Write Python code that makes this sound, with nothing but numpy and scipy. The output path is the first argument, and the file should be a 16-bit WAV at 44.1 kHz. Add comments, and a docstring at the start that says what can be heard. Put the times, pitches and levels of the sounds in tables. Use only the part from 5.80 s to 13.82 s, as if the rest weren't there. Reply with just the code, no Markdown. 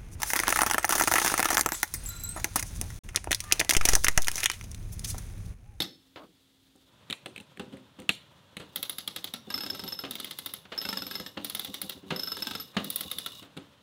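"""A two-speed deck winch under a plastic boat cover, in order of time. A rope tug spins the drum, which
clicks at once; the rope's tail slaps the deck and drags briefly. After one second the background fades
into a duller one without hum. The handle knocks and ticks as it is fitted and locked, then is cranked
to and fro: each direction trips its own pawls (struck, ringing steel), the bearings whirr (grainy noise)
and the gears clunk at the reversals. Knocks and pawls ring the hollow deck; the cover sends back echoes."""
import sys
import numpy as np
from scipy import signal
from scipy.fft import rfft, irfft, next_fast_len
from scipy.io import wavfile
from scipy.ndimage import map_coordinates

SR = 44100
rng = np.random.default_rng(int(sys.argv[2]) if len(sys.argv) > 2 else 0)


def wav_record(signal):
    """Record a signal, one row per channel, as 16-bit PCM in the file named by sys.argv[1]."""
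    frames = np.transpose(np.atleast_2d(signal))
    bounded = np.clip(frames, -1, 1)
    # unit amplitude maps onto the largest positive 16-bit level
    quanta = np.round(bounded * 32767).astype(np.int16)
    wavfile.write(sys.argv[1], SR, quanta)


N = 353682  # length in samples, about 8 s


def amp(db):
    """Turns decibels into a plain factor."""
    return 10 ** (np.asarray(db) / 20)


def unit(x):
    """Scales a sound to an average (rms) strength of 1."""
    return x / np.sqrt(np.mean(x ** 2) + 1e-20)


def along(points, hz):
    """Reads a curve of (f/Hz, value) points on a logarithmic pitch axis."""
    f, value = np.transpose(points)
    return np.interp(np.log(hz + 1), np.log(f + 1), value)


def wobble(rate):
    """A smooth random curve with rate random points a second."""
    points = rng.standard_normal(int(N * rate / SR) + 4)
    return map_coordinates(points, [np.arange(N) * rate / SR])


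def coloured(x, spectrum):
    """Gives x a tone colour with a filter that never rings ahead and keeps white noise at its rms."""
    size = 2048
    cepstrum = irfft(np.log(amp(along(spectrum, np.fft.rfftfreq(size, 1 / SR))) + 1e-6), size)
    # fold the second half onto the first: the filter then acts only after the sound
    cepstrum[1:size // 2] *= 2
    cepstrum[size // 2 + 1:] = 0
    kernel = irfft(np.exp(rfft(cepstrum)), size)
    return signal.fftconvolve(x, kernel / np.linalg.norm(kernel))[:N]


def add(track, s, sound):
    """Mixes a sound into the track at s seconds."""
    part = track[round(max(s, 0) * SR):][:len(sound)]
    part += sound[:len(part)]


def burst(spread):
    """Noise that swells for spread seconds (at least 0.2 ms) and dies away."""
    u = np.arange(SR // 8) / SR / max(spread, 2e-4)
    return u * np.exp(1 - u) * rng.standard_normal(len(u))


def ring(modes, attack, scatter_db, detune):
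    """Damped modes struck together, each with a new strength and slightly shifted pitch; close ones beat."""
    hz, db, t60 = np.transpose(modes)[:, :, None]
    t = np.arange(int(SR * t60.max())) / SR
    strength, shift, start = rng.standard_normal((3, len(hz), 1))
    phase = 2 * np.pi * hz * (1 + detune * shift) * t + .6 * start
    envelope = amp(db + scatter_db * strength - 60 * t / t60)
    return (envelope * np.sin(phase)).sum(axis=0) * (1 - np.exp(-t / attack))


# background before and after the crossfade: f/Hz, relative level per Hz/dB
FIRST_AIR = [(20, -46), (40, 9), (90, 1.5), (300, -5), (640, -14.5), (2500, -16.5), (3500, -6.5),
             (5400, -18.5), (15500, -23.5)]
LATER_AIR = [(20, -21.5), (60, -5.5), (135, -0.5), (400, -14.5), (565, -8.5), (750, -17), (996, -9.5),
             (1120, -14.5), (1290, -14), (2300, -20.5), (3500, -13.5), (4700, -25.5), (15500, -37)]
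HUM_HZ, CHANGE_S = 267, 1.013


def yard():
    """Air and far machinery: wavering coloured noise; a thin hum fades out with the first background."""
    t = np.arange(N) / SR
    fade = np.clip((t - CHANGE_S) / 0.25, 0, 1) * np.pi / 2
    first, later = (coloured(amp(wobble(26) / 2 + wobble(56)) * rng.standard_normal(N), spectrum)
                    for spectrum in (FIRST_AIR, LATER_AIR))
    hum = np.sin(2 * np.pi * HUM_HZ * t + 0.29 * wobble(5.6)) * amp(2.5 * wobble(8.7))
    return np.cos(fade) * (amp(-63.5) * first + amp(-66.0) * hum) + np.sin(fade) * amp(-58.5) * later


# what the thin sheet sends back: f/Hz, relative level/dB
ECHO = [(60, -11.5), (300, -0.5), (3500, -15.5), (6000, -4.5), (16000, -14)]
# how long the echo takes to fall by 60 dB: f/Hz, t60/s
COVER_DECAY = [(150, 0.39), (1000, 0.24), (3500, 0.34), (8000, 0.19), (15000, 0.26)]
# the near scatter starts first, weakened by EARLY_DB; the far sheet answers after RETURN_S
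NEAR_S, RETURN_S, EARLY_DB = .006, .018, -8


def cover(x):
    """The cover's echo: each pitch dies at its own speed, with a fresh noise tail every fifth of a second."""
    wet, hop = np.zeros(N), SR // 5
    for start in range(0, N, hop):
        hz, t, grid = signal.stft(rng.standard_normal(SR // 2), SR, nperseg=256)
        level_db = along(ECHO, hz)[:, None] - 60 * t / along(COVER_DECAY, hz)[:, None]
        tail = signal.istft(grid * amp(level_db), SR, nperseg=256)[1]
        early = np.arange(len(tail)) < SR * (RETURN_S - NEAR_S)
        tail = tail * amp(EARLY_DB * early)
        echo = signal.fftconvolve(x[start:start + hop], tail / np.linalg.norm(tail))
        add(wet, start / SR + NEAR_S, echo)
    return wet


# tone of the rope scuffing over the deck: f/Hz, relative level per Hz/dB
DRAG = [(150, -30), (290, 0), (450, -6), (630, -2), (850, -8), (1270, -7), (1700, -22), (6000, -40)]
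# tone of the gear housing's clunk, also lent to the rope slap: f/Hz, relative level per Hz/dB
CLUNK = [(350, -8), (600, -3.5), (1020, -8), (1310, -5), (2380, -11.5), (2800, -4.5), (4300, -12),
         (5500, -26.5), (7000, -28.5), (15400, -120)]
SLAP_S, SLAP_DB = .359, -41.5
# the drag fades slowly, then stops fast once it has lasted DRAG_S
DRAG_DB, DRAG_S, DRAG_FADE_DB_PER_S, DRAG_STOP_DB_PER_S = -47, 0.082, 30, 900


def rope():
    """The tail's slap is a bright puff; then braid scuffs dully over the deck in coarse grains."""
    slap, t = np.zeros(N), np.arange(N) / SR - SLAP_S
    add(slap, SLAP_S, amp(SLAP_DB) * (2 * burst(0.0011) + .5 * burst(0.013)))
    scuff = unit(coloured(amp(1.6 * wobble(123.0)) * rng.standard_normal(N), DRAG))
    drag_db = DRAG_DB - DRAG_FADE_DB_PER_S * t.clip(0) - DRAG_STOP_DB_PER_S * (t - DRAG_S).clip(0)
    return coloured(slap, CLUNK) + (t > 0) * amp(drag_db) * scuff


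# ways the hollow deck rings: f/Hz, relative level/dB, t60/s
DECK = [(101, -6, 0.056), (202.6, 3, 0.052), (276.8, 2, 0.052), (386.6, -3.5, 0.076), (511.5, -6, 0.1),
        (777, -8, 0.078)]
# bright click of steel on steel: f/Hz, relative level per Hz/dB
TICK = [(4500, -24), (6000, -9), (8500, 0), (11000, -4), (15500, -5)]
# tilt that dulls the ticks of handle and gears: f/Hz, relative level/dB
GRIP = [(9000, 0), (15500, -9)]
THUD_SCATTER_DB = 2.5
SOFT_DB = 2.5  # loss of deck modes off the boom's pitch, per cycle of difference that a contact lasts
BOOM_DB, BOOM_T60_S = 7, .042  # the panel under the winch, its pitch set by the load on it


def knocks(table, body, tick_db, follows):
    """A contact of some length shakes the struck part, ticks in the treble and booms in the deck.
    The tick sits tick_db over the usual clack and follows a share of its swings."""
    usual = np.mean([row[1] for row in table])
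    clacks, ticks, thuds = np.zeros((3, N))
    for s, clack, thud, spread, boom_hz in table:
        blow_and_grit = burst(spread) + amp(-12.0) * burst(4 * spread)
        add(clacks, s, amp(clack) * blow_and_grit)
        tick_and_rustle = burst(spread * 0.73) + amp(-11.5) * burst(spread + 0.0019)
        add(ticks, s, amp(usual + tick_db + follows * (clack - usual)) * tick_and_rustle)
        deck = [(boom_hz, BOOM_DB, BOOM_T60_S)]
        deck += [(hz, db - SOFT_DB * abs(hz - boom_hz) * spread, t60) for hz, db, t60 in DECK]
        boom = ring(deck, spread + 0.0033, scatter_db=THUD_SCATTER_DB, detune=0.03)
        add(thuds, s, amp(thud - 5.0) * boom)
    return coloured(clacks, body) + coloured(coloured(ticks, TICK), GRIP) + thuds


# dull bumps of rope and loose handle: t/s, clack level/dB, thud level/dB, contact length/s, boom f/Hz
BUMPS = [(0.433, -59, -38, 0.0039, 290), (0.954, -59, -49.5, 0.00073, 277),
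         (1.461, -36, -32.5, 0.0011, 572), (1.795, -34, -24.5, 0.0023, 218),
         (1.921, -54, -28.5, 0.0087, 290), (1.935, -54.5, -27, 0.0042, 280),
         (2.187, -49.5, -27, 0.0057, 247), (2.797, -41.5, -28.5, 0.0048, 151),
         (2.811, -49, -29.5, 0.0073, 256), (7.621, -48.5, -31.5, 0.0072, 242),
         (7.766, -43, -30.5, 0.0057, 214)]


def bumps():
    """Rope and loose handle bump dully: contacts of varied length sound the housing and the deck."""
    return knocks(BUMPS, CLUNK, tick_db=-13, follows=1.0)


# sharp contacts of handle and socket: t/s, clack level/dB, thud level/dB, clack f/Hz
HANDLE = [(1.2995, -34, -33, 3570), (1.307, -33, -32.5, 3080), (1.3257, -28, -50, 3680),
          (1.4588, -34.5, -36, 2370), (1.5606, -39, -56, 2640), (1.578, -42, -39.5, 2620),
          (1.6003, -44, -36, 2720), (1.772, -49.5, -38.5, 1900), (1.9695, -54, -47, 2040),
          (2.201, -57, -38, 3200), (2.219, -51, -38, 2110), (2.2912, -14.5, -26.5, 2630),
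          (2.7679, -32, -33, 2200), (7.7732, -43.5, -28, 3530)]
# tone of the handle arm: f/Hz, relative level per Hz/dB
CLACK = [(250, -10), (500, -7.5), (800, -14.5), (1600, -8), (2600, -2.5), (4100, -4.5), (5000, -29),
         (7000, -35), (12000, -70)]
CONTACT_S, ARM_DB = 0.0014, 12.5  # length of a sharp contact; the arm's note over the clack


def handle_contacts():
    """Handle and socket meet sharply: short noisy clacks, with a thud in the deck."""
    table = [(s, clack, thud, CONTACT_S, DECK[1][0]) for s, clack, thud, _ in HANDLE]
    return knocks(table, CLACK, tick_db=-7.5, follows=0.81)


def arm():
    """The plastic arm of the handle sounds a dead, short note whose pitch depends on the grip."""
    notes = np.zeros(N)
    for s, clack, _, hz in HANDLE:
        note = ring([(hz, 0, .009), (hz * 1.1, -4, .006)], .0004, scatter_db=2, detune=.02)
        add(notes, s + CONTACT_S, amp(clack + ARM_DB) * note)
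    return notes


# the handle's steel catch: t/s, level/dB
CATCH = [(.96, -57), (1.3075, -39), (1.609, -51), (2.2001, -45), (2.3503, -48)]


def catch():
    """The steel catch ticks faintly in the socket: tiny bright bursts of noise."""
    ticks = np.zeros(N)
    for s, db in CATCH:
        add(ticks, s, amp(db) * burst(0.00091))
    return coloured(coloured(ticks, TICK), GRIP)


# strokes of the crank: start t/s, end t/s, deck rumble level/dB, whirr level/dB
STROKES = [(2.808, 3.64, -56, -57.5), (3.634, 4.295, -47.5, -49), (4.206, 4.868, -90, -52),
           (4.88, 5.554, -52.5, -48.5), (5.53, 6.237, -53, -48.5), (6.245, 6.942, -58, -46.5),
           (6.93, 7.483, -50, -45), (7.382, 7.673, -68, -47.5)]
# tone of the bearings: f/Hz, relative level per Hz/dB
WHIRR = [(350, -37), (1480, -51), (3640, -2), (6700, -4), (12000, -5), (15600, -5.5)]
# ringing of the gear wheels: f/Hz, relative level/dB
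TEETH = [(1100, -5), (2900, 2), (3560, 6), (3780, 4), (4150, -3.5), (4600, -21)]
TEETH_T60_S = .032


def gears():
    """Loaded teeth rumble lumpily through the deck; bearings whirr in fine grains that ring the wheels."""
    t, rumble_gain, whirr_gain = np.arange(N) / SR, 0, 0
    for start, end, rumble_db, whirr_db in STROKES:
        progress = np.clip((t - start) / (end - start), 0, 1)
        speed = np.sin(np.pi * progress).clip(0) ** .75  # quick to start, quick to stop
        rumble_gain = rumble_gain + amp(rumble_db) * speed
        whirr_gain = whirr_gain + amp(whirr_db) * speed
    lumps = amp(10.2 * wobble(30)) * rng.standard_normal(N)
    rumble = signal.fftconvolve(lumps, ring(DECK, 0.00067, scatter_db=0, detune=0))[:N]
    grains = amp(5 * wobble(600) + 1.2 * wobble(40)) * rng.standard_normal(N)
    wheels = ring([(hz, db, TEETH_T60_S) for hz, db in TEETH], 0.00026, scatter_db=0, detune=0)
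    song = signal.fftconvolve(grains, wheels)[:N]
    whirr = coloured(grains, WHIRR) + amp(7.5) * unit(song)
    return rumble_gain * unit(rumble) + whirr_gain * unit(whirr)


# gears scraping through their slack before a reversal bites: start t/s, end t/s, level/dB
SCRAPES = [(5.569, 5.575, -41), (6.94, 6.958, -49.5)]
# tone of the scrape: f/Hz, relative level per Hz/dB
SCRAPE_TONE = [(500, 1), (1400, 3), (2400, -2), (6000, -38)]


def scrapes():
    """Gritty noise while the gears slide through their slack, stopping when the teeth meet."""
    t = np.arange(N) / SR
    gain = sum(amp(db) * np.clip(np.minimum(t - start, end - t) / 0.00067, 0, 1)
               for start, end, db in SCRAPES)
    return gain * unit(coloured(amp(2.6 * wobble(430)) * rng.standard_normal(N), SCRAPE_TONE))


# gear slack taken up at reversals: t/s, clack level/dB, thud level/dB, contact length/s, boom f/Hz
REVERSALS = [(3.672, -61, -33, 0.0013, 218), (4.236, -35, -27, 0.0033, 267),
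             (4.249, -32.5, -33, 0.0026, 307), (4.853, -44.5, -51, 0.0022, 200),
             (4.918, -35.5, -30, 0.0064, 201), (5.572, -33.5, -26, 0.0033, 210),
             (6.23, -62.5, -30, 0.008, 255), (6.261, -72.5, -34, 0.004, 220), (6.304, -26, -28, 0.004, 212),
             (6.315, -40, -16, 0.0026, 169), (6.966, -23, -16, 0.0037, 187)]


def reversals():
    """Gears take up their slack as the crank turns back: clunks in the housing and booms in the deck."""
    return knocks(REVERSALS, CLUNK, tick_db=-27.5, follows=1.34)


FLUTTER_DB, FLUTTER_S = 5, .006  # depth of the waver; time between its random points


def flutter(sound):
    """A ring that starts clear, then wavers as loose parts touch it."""
    knots = np.arange(len(sound)) / SR / FLUTTER_S
    touch = map_coordinates(rng.standard_normal(int(knots[-1]) + 2), [knots], order=1)
    return sound * amp(FLUTTER_DB * np.clip(knots - 1, 0, 1) * touch)


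def seated(sound, free, damping_db):
    """The ring sounds freely until the pawl rests on the next tooth, free seconds later, and damps it."""
    t = np.arange(len(sound)) / SR
    return sound * amp(-damping_db / (1 + np.exp(-np.clip((t - free) / .0012, -50, 50))))


# tone of a pawl snapping on the housing: f/Hz, relative level per Hz/dB
SNAP = [(290, -27.5), (500, -11.5), (961, -14.5), (2080, -11.5), (2470, -13.5), (3630, -1), (4680, -9),
        (9000, -27), (11700, -27.5), (19800, -120)]
# ringing of the winch housing: f/Hz, relative level/dB struck by the direct pawls,
# relative level/dB struck by the reduction pawls and the free drum, t60/s
HOUSING = [(910, -5.5, -31, 0.067), (1292, 4, -2, 0.043), (1588, 4.5, -16, 0.035), (2096, 0, -2, 0.037),
           (2726, -1, -7.5, 0.048), (3380, -19, 12, 0.021), (3675, -30, 7.5, 0.029), (4170, -20, -8, 0.046),
           (4530, -35, -12, 0.06)]


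def pawls(drops, low, high, order, high_db, follows, housing_db, thud_db,
          detune, attack, damping_db, scatter_db):
    """Each drop snaps on the housing, rings the ratchet and nudges the deck; the pawl rebounds and chatters.
    The high modes sit high_db over the usual ring and follow a share of its swings;
    order picks the column of housing levels that belongs to this set of pawls."""
    housing = [(row[0], row[order], row[3]) for row in HOUSING]
    snaps, ticks, tones = np.zeros((3, N))
    usual = np.mean([row[2] for row in drops])
    for s, snap, ring_low in drops:
        rebound, chatter, loose_db, free = rng.uniform([.003, .012, -4, .008], [.008, .03, 4, .015])
        add(snaps, s, amp(snap) * burst(0.0015))
        add(ticks, s, amp(snap - 8) * burst(0.002))
        add(snaps, s + rebound, amp(snap - 8.0) * burst(0.0042))
        add(snaps, s + chatter, amp(snap - 13.0 + loose_db) * burst(0.0054))

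        shell = flutter(ring(housing, 0.0009, scatter_db=3, detune=0.045))
        add(tones, s, amp(snap + housing_db) * shell)
        low_ring = flutter(ring(low, attack, scatter_db=scatter_db, detune=detune))
        add(tones, s, amp(ring_low) * seated(low_ring, free, damping_db))
        high_ring = flutter(ring(high, attack / 2, scatter_db=1.5, detune=detune))
        high_level_db = usual + high_db + loose_db + follows * (ring_low - usual)
        add(tones, s, amp(high_level_db) * high_ring)
        thud = ring(DECK, 0.0022, scatter_db=THUD_SCATTER_DB, detune=0.088)
        add(tones, s, amp(snap + thud_db) * thud)
    return coloured(snaps, SNAP) + coloured(ticks, TICK) + tones


# clicks of the free drum: t/s, snap level/dB, ring level/dB
SPUN = [(0.0024, -24.5, -34), (0.0195, -29, -36)]
# ringing of the free drum, low and high group: f/Hz, relative level/dB, t60/s
DRUM_LOW = [(3650, 2, .05), (4390, 2, .2), (5250, -3, .4)]
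DRUM_HIGH = [(10700, -8, .07), (11830, 0, .09)]


def spun_drum():
    """The free drum, spun by a tug on the rope, clicks and rings longest of all."""
    return pawls(SPUN, DRUM_LOW, DRUM_HIGH, order=2, high_db=1, follows=0.46, housing_db=-8.5,
                 thud_db=-8.5, detune=0.0039, attack=0.00065, damping_db=9, scatter_db=1.5)


# pawls dropping off a tooth in the reduction gear: t/s, snap level/dB, ring level/dB
REDUCED = [(2.9591, -30.5, -25), (3.028, -30.5, -27), (3.0955, -32.5, -26.5), (3.1837, -32, -30.5),
           (3.2763, -31.5, -31), (3.3615, -30, -35), (3.4424, -31.5, -32.5), (3.5375, -31, -35),
           (4.3092, -33, -31), (4.3533, -34.5, -37), (4.3995, -33, -33), (4.4448, -33.5, -34.5),
           (4.5093, -33.5, -37), (4.587, -34, -30), (4.6602, -33, -30.5), (4.7371, -35, -31),
           (5.6456, -31.5, -26.5), (5.6976, -33.5, -29), (5.7488, -30, -27), (5.7947, -32, -30.5),
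           (5.8468, -34, -34), (5.9414, -32, -32), (6.0157, -33, -27), (6.0952, -32.5, -33),
           (7.0438, -35.5, -31), (7.102, -33.5, -23), (7.1592, -34, -22.5), (7.208, -31, -28),
           (7.3137, -31.5, -28.5), (7.3846, -32.5, -29), (7.4611, -31.5, -31)]
# ringing of its ratchet, low and high group: f/Hz, relative level/dB, t60/s
REDUCED_LOW = [(9580, -9, .03), (10200, -7, .04), (10750, -3, .028), (11200, 0, .025), (11450, -1, .02),
               (11850, -4, .022)]
REDUCED_HIGH = [(14280, 0, .028), (14520, -3, .02), (14800, -3, .018), (15150, -2, .022), (15550, -6, .015)]


def reduction_pawls():
    """Pawls of the reduction gear ring their ratchet high and briefly."""
    return pawls(REDUCED, REDUCED_LOW, REDUCED_HIGH, order=2, high_db=-2.5, follows=0.92, housing_db=-6.0,
                 thud_db=-11.5, detune=0.003, attack=0.0006, damping_db=22, scatter_db=3)


# pawls dropping off a tooth in the direct gear: t/s, snap level/dB, ring level/dB
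DIRECT = [(3.702, -34.5, -28.5), (3.7407, -32.5, -19.5), (3.7771, -34, -21), (3.8055, -36.5, -28),
          (3.8342, -36.5, -24), (3.8623, -34, -30.5), (3.9, -35.5, -22.5), (3.9479, -36.5, -36),
          (3.9929, -35.5, -29), (4.0367, -38, -34), (4.0771, -38, -25.5), (4.122, -36.5, -23.5),
          (4.1894, -39, -22), (4.9774, -38, -17.5), (5.0145, -34.5, -31), (5.0514, -31.5, -24),
          (5.088, -31, -19), (5.1277, -31, -30), (5.1713, -32.5, -17.5), (5.2202, -36, -21.5),
          (5.2661, -37.5, -25.5), (5.3103, -34, -27), (5.353, -34.5, -20.5), (5.3979, -35, -33),
          (5.462, -36.5, -35), (6.3608, -37.5, -24.5), (6.3944, -35, -19.5), (6.4326, -38, -20.5),
          (6.4727, -38, -20.5), (6.5175, -35.5, -21.5), (6.568, -34, -53), (6.6216, -33, -20),
          (6.6694, -31, -23), (6.7097, -31, -40), (6.7504, -32, -27), (6.7986, -38.5, -25)]
# ringing of its ratchet, low and high group: f/Hz, relative level/dB, t60/s
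DIRECT_LOW = [(5170, -7, .08), (5232, 0, .13), (5300, -6, .07), (5480, -13, .025)]
DIRECT_HIGH = [(11830, -5, .12), (11890, -1, .04), (12300, -5, .02)]


def direct_pawls():
    """Pawls of the direct gear ring their ratchet lower, with close modes that beat."""
    return pawls(DIRECT, DIRECT_LOW, DIRECT_HIGH, order=1, high_db=-10.5, follows=0.23, housing_db=-6.0,
                 thud_db=-6.5, detune=0.002, attack=0.004, damping_db=28, scatter_db=1.5)


# tone of the handle's sound on its way to the cover: f/Hz, relative level/dB
CLOSE = [(1500, -14), (2500, -1), (4400, 0)]


def scene():
    """Adds the direct sounds, the cover's echo of winch and handle, and the background."""
    handle = handle_contacts()
    winch = spun_drum() + direct_pawls() + reduction_pawls() + bumps() + reversals() + scrapes() + catch()
    echo = cover(amp(-12.0) * winch + amp(-11) * coloured(handle, CLOSE))
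    return (winch + handle + arm() + echo + rope() + gears() + yard())[None]


TOP_HZ = 16600  # nothing is kept from here up


def record(dry):
    """The microphone chain cuts deep bass, rounds hard peaks, dips near 16 kHz and ends at its band limit."""
    dry = signal.sosfilt(signal.butter(3, 75, "high", fs=SR, output="sos"), dry)
    dry = dry / (1 + np.abs(dry / .34) ** 4) ** (1 / 4)
    size = next_fast_len(N + 8192)
    hz = np.fft.rfftfreq(size, 1 / SR)
    response = amp(along([(15750, -1.0), (16000, -38), (16600, -13)], hz)) * (hz < TOP_HZ)
    return irfft(rfft(dry, size) * response, size)[..., :N]


dry = scene()
out = record(dry)
wav_record(out)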